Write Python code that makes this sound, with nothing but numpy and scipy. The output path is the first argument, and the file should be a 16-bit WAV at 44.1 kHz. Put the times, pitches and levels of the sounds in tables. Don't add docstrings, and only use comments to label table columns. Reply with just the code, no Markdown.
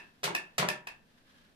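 import sys
import numpy as np
from scipy import signal
from scipy.fft import rfft, irfft, next_fast_len
from scipy.io import wavfile
from scipy.ndimage import uniform_filter1d

SR = 44100
rng = np.random.default_rng(int(sys.argv[2]) if len(sys.argv) > 2 else 0)


def to_wav(s):
    ch = np.atleast_2d(s).T
    pcm = np.round(np.clip(ch, -1, 1) * 32767)
    wavfile.write(sys.argv[1], SR, pcm.astype(np.int16))


N = 68355

LEAD_S = 0.1
TIME = np.arange(-int(LEAD_S * SR), N) / SR
SIZE = next_fast_len(2 * len(TIME), real=True) // 2 * 2
HZ = np.maximum(np.fft.rfftfreq(SIZE, 1 / SR), 1)
TREBLE_HZ = 4900
TREBLE_SHELF = HZ ** 2 / (HZ ** 2 + TREBLE_HZ ** 2)
MIC_SPACING_M, SOUND_M_PER_S = 0.2, 343


def reed_frame(room):
    # start in seconds, level in dB, treble in dB, crunch decay in seconds.
    beats = [(0.2318, -10.5, -5, 0.0027), (0.2388, -7, 7.5, 0.0053), (0.26, -23, -14, 0.0026),
             (0.5808, -2.5, 4, 0.0064), (0.5878, -12, -13, 0.00076), (0.5975, -9, -34, 0.0085),
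             (0.608, -12.5, -24, 0.0041)]
    # frequency in Hz, gain in dB.
    beat_colour = [(60, -14), (130, -3), (250, -2), (380, 11.5), (600, 14), (900, 7), (1400, 10.5),
                   (2300, 10), (3800, 7.5), (6300, 0), (9500, -5), (14000, -11)]
    frame_hz = [1287, 1634, 1932, 2055, 2161, 2229, 2423, 2923, 3511]
    mode_db, t60_s = -44, 0.39

    colour_db = at_hz(beat_colour, HZ)
    rattle = sum(contact(colour_db, *row) for row in beats)
    modes = [(hz, mode_db, t60_s) for hz in frame_hz]
    ring = ringing(beats, modes, rise_s=0.002, spread_db=2.5)
    return in_room(rattle, room, direct_db=-2.5, room_db=2.5) + ring


def body():
    # start in seconds, level in dB.
    thumps = [(0.244, -11.5), (0.422, -28), (0.592, -2)]
    body_hz = [100, 139, 152, 170, 211]
    # level in dB, T60 in seconds.
    body_ring = [(-53.5, 0.47), (-47, 0.82), (-18.5, .11), (-29.5, 0.3), (-42, 0.49)]
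    rise_s = 0.015

    thump = np.zeros(len(TIME))
    for start_s, level_db in thumps:
        age_s = np.maximum(TIME - start_s, 0)
        for hz, (mode_db, t60_s) in zip(body_hz, body_ring):
            envelope = ring_envelope(age_s, rise_s, t60_s)
            thump += amp(level_db + mode_db) * envelope * np.sin(2 * np.pi * hz * age_s)
    return from_loom(thump)


def joints(room):
    # start in seconds, level in dB, treble in dB, crunch decay in seconds,
    # hollow resonance in Hz, its lift in dB.
    knocks = [(-0.05, -23.5, 1, 0.0073, 397, 10.5), (0.276, -12, 10, 0.0072, 914, 13),
              (0.301, -16, -30, 0.0093, 356, 19), (0.323, -31.5, -24, 0.0031, 347.4, 22.5),
              (0.6208, -8, -3, 0.0046, 950, 2), (0.627, -3, -17, .003, 576, 7.5),
              (0.648, -12.5, -18, 0.0023, 378, 12.5), (0.683, -9, -9, 0.012, 590, 5)]
    # frequency in Hz, gain in dB.
    knock_colour = [(80, -5.5), (180, 21.5), (250, 8), (360, 16.5), (600, 10), (950, 18), (1400, 13),
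                    (2500, 8.5), (5000, -7), (14000, -47)]
    joint_hz = [331, 376, 422, 583, 612, 749, 961, 1060]
    # level in dB, T60 in seconds.
    joint_ring = [(-38.5, 0.35), (-36, 0.29), (-56, 0.37), (-39, 0.25), (-35.5, 0.3), (-41, 0.22),
                  (-38.5, 0.55), (-55, 0.45)]
    hollow_octaves = 0.16

    colour_db = at_hz(knock_colour, HZ)
    knocking = 0
    for *blow, hollow_hz, lift_db in knocks:
        hollow_db = lift_db / (1 + (np.log2(HZ / hollow_hz) / hollow_octaves) ** 2)
        knocking = knocking + contact(colour_db + hollow_db, *blow)
    modes = [(hz, *mode) for hz, mode in zip(joint_hz, joint_ring)]
    ring = ringing(knocks, modes, rise_s=0.0027, spread_db=3)
    return in_room(knocking, room, direct_db=-4, room_db=-3.5) + ring


def rod(room):
    # start in seconds, level in dB, treble in dB, crunch decay in seconds,
    # ring level in dB, ring brightness in dB per octave.
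    clacks = [(-0.03, -15, -5, 0.00081, -14, 7), (0.3491, -4.5, 2.5, 0.0026, -2.5, 5.5),
              (0.6869, -4, 6, 0.0012, -4.5, -11), (0.8702, -12.5, -3, 0.004, -18, 11.5)]
    # frequency in Hz, gain in dB.
    clack_colour = [(100, -9.5), (250, -2), (600, 0.5), (1000, 10), (1400, -2), (1760, 17), (2050, 0.5),
                    (2350, 7), (2620, 16), (2950, 1), (3700, 0), (4500, -4), (4950, 1.5), (5700, -4.5),
                    (7500, -9.5), (9300, -9.5), (11000, -9), (14500, -20.5)]
    rod_hz = [1742, 1787, 2506, 2579, 2613, 2686, 2780, 3520]
    # level in dB, T60 in seconds.
    rod_ring = [(-38, 0.37), (-36.5, 0.35), (-38, 0.25), (-29.5, 0.13), (-36, 0.3), (-40, 0.36), (-47, .3),
                (-48.5, 0.17)]
    pivot_hz = 2150

    colour_db = at_hz(clack_colour, HZ)
    clacking, ring = 0, 0
    for *blow, ring_db, tilt_db in clacks:
        clacking = clacking + contact(colour_db, *blow)
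        modes = [(hz, mode_db + tilt_db * np.log2(hz / pivot_hz), t60_s)
                 for hz, (mode_db, t60_s) in zip(rod_hz, rod_ring)]
        ring = ring + ringing([(blow[0], ring_db)], modes, rise_s=0.00033, spread_db=1)
    return in_room(clacking, room, direct_db=0.5, room_db=1.5) + ring


def warp():
    # time in seconds, level in dB.
    slide = [(0, -62.5), (.17, -69.5), (.5, -66), (.8, -81), (1.04, -72), (1.12, -65.5), (1.23, -67.5),
             (1.34, -61.5), (1.47, -64), (1.55, -69.5)]
    # frequency in Hz, gain in dB.
    slide_colour = [(200, -22), (700, -1), (1000, 4.5), (1450, 6.5), (1630, 12), (1850, 6.5), (2200, 3),
                    (3200, 5), (4200, 1.5), (5500, -3), (7000, -11), (10000, -11), (14500, -18)]
    ticks_per_s, tick_spread_db = 7500, 3
    flutter_db, flutter_s = 1.3, 0.018

    shape = (2, len(TIME))
    struck = rng.random(shape) < ticks_per_s / SR
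    strength = amp(tick_spread_db * rng.standard_normal(shape))
    ticks = struck * strength * rng.choice([-1, 1], shape)
    rustle = ticks / ticks.std() + rng.standard_normal(shape)
    flutter = uniform_filter1d(rng.standard_normal(len(TIME)), int(flutter_s * SR))
    level_db = np.interp(TIME, *np.transpose(slide)) + flutter_db * flutter / flutter.std()
    return coloured(diffuse(rustle / rustle.std()), at_hz(slide_colour, HZ)) * amp(level_db)


def contact(colour_db, start_s, level_db, treble_db, length_s):
    rise_s, grain_db = 0.0011, 5
    tail = 2.33
    noise, size = rng.standard_normal((2, len(TIME)))
    envelope = dying(start_s, length_s) * (1 - dying(start_s, rise_s))
    crunch = noise * amp(grain_db * size) * envelope
    for _ in range(2):
        spectrum = rfft(crunch, SIZE)
        flat = irfft(spectrum / (np.abs(spectrum) + 1e-9), SIZE)[:len(TIME)]
        crunch = flat * dying(start_s, tail * length_s)
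    return coloured(crunch / np.linalg.norm(crunch), level_db + colour_db + treble_db * TREBLE_SHELF)


def ringing(blows, modes, rise_s, spread_db):
    out = np.zeros((2, len(TIME)))
    for start_s, level_db, *_ in blows:
        age_s = np.maximum(TIME - start_s, 0)
        for hz, mode_db, t60_s in modes:
            strength, apart = rng.standard_normal(2)
            apart *= min(np.pi * hz * MIC_SPACING_M / SOUND_M_PER_S / 2, 1)
            phase = rng.uniform(0, 2 * np.pi) + apart * np.array([[1], [-1]])
            gain = amp(level_db + mode_db + spread_db * strength)
            envelope = ring_envelope(age_s, rise_s, t60_s)
            out += gain * envelope * np.sin(2 * np.pi * hz * age_s + phase)
    return out


def ring_envelope(age_s, rise_s, t60_s):
    return (1 - np.exp(-age_s / rise_s)) * np.exp(-np.log(1000) * age_s / t60_s)


def dying(start_s, length_s):
    return (TIME >= start_s) * np.exp(-np.maximum(TIME - start_s, 0) / length_s)


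def in_room(x, room, direct_db, room_db):
    return amp(direct_db) * from_loom(x) + amp(room_db) * filtered(x, room)


def from_loom(x):
    left_lag_s, left_louder_db, beamed_treble_db = 0.0002527, 1.8, 1
    x = coloured(x, beamed_treble_db * TREBLE_SHELF)
    left = filtered(x, np.exp(-2j * np.pi * HZ * left_lag_s)) * amp(left_louder_db / 2)
    right = x * amp(-left_louder_db / 2)
    return np.array([left, right])


def room_response():
    # band centre in Hz, T60 in seconds.
    room_t60 = [(100, 0.4), (250, 0.28), (600, 0.36), (1200, 0.33), (2500, 0.27), (5000, 0.2), (8000, 0.19),
                (14000, 0.1)]
    build_s, even_hz = 0.001, 109
    echo_s, echo_length_s, echo_db = 0.014, 0.002, 0

    age_s = TIME - TIME[0]
    noise = rfft(diffuse(rng.standard_normal((2, len(TIME)))), SIZE)
    log_centres = np.log([hz for hz, _ in room_t60])
    tail = 0
    for share, (_, t60_s) in zip(np.eye(len(room_t60)), room_t60):
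        weight = np.interp(np.log(HZ), log_centres, share)
        band = irfft(noise * weight, SIZE)[:, :len(TIME)]
        tail = tail + band * np.exp(-np.log(1000) * age_s / t60_s)
    echoes = amp(echo_db) * dying(TIME[0] + echo_s, echo_length_s)
    tail = tail * (1 - np.exp(-age_s / build_s)) * (1 + echoes)
    power = uniform_filter1d(np.abs(rfft(tail, SIZE)) ** 2, int(even_hz * SIZE / SR))
    even = [coloured(side, -10 * np.log10(p + 1e-9)) for side, p in zip(tail, power)]
    return rfft(even, SIZE)


def room_hush():
    # frequency in Hz, level in dB.
    hush = [(20, -75), (50, -58), (70, -52.5), (100, -54), (140, -51), (240, -46), (330, -56), (600, -56.5),
            (1500, -72), (4000, -73.5), (14000, -80.5)]
    return coloured(diffuse(rng.standard_normal((2, len(TIME)))), at_hz(hush, HZ))


def faint_rumble():
    # frequency in Hz, level in dB.
    rumble = [(15, -43.5), (33, -48.5), (50, -64), (70, -53), (110, -60), (300, -100)]
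    return coloured(rng.standard_normal((2, len(TIME))), at_hz(rumble, HZ))


def diffuse(pair):
    alike = np.sinc(2 * HZ * MIC_SPACING_M / SOUND_M_PER_S)
    mid = filtered(pair[0], np.sqrt((1 + alike) / 2))
    side = filtered(pair[1], np.sqrt((1 - alike) / 2))
    return np.array([mid + side, mid - side])


def coloured(x, db):
    cepstrum = irfft(np.log(amp(db)), SIZE)
    cepstrum[1:SIZE // 2] *= 2
    cepstrum[SIZE // 2 + 1:] = 0
    return filtered(x, np.exp(rfft(cepstrum)))


def filtered(x, response):
    return irfft(rfft(x, SIZE) * response, SIZE)[..., :len(TIME)]


def at_hz(points, hz):
    table_hz, value = np.transpose(points)
    return np.interp(np.log(hz), np.log(table_hz), value)


def amp(db):
    return 10 ** (np.asarray(db) / 20)


def scene():
    room = room_response()
    loom = reed_frame(room) + body() + joints(room) + rod(room) + warp()
    return (loom + room_hush() + faint_rumble())[:, -N:]


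def record(dry):
    cutoff_hz, ripple_db, stop_db = 14700, 0.3, 70
    low_pass = signal.ellip(10, ripple_db, stop_db, cutoff_hz, fs=SR, output="sos")
    return signal.sosfilt(low_pass, dry)


dry = scene()
out = record(dry)
to_wav(out)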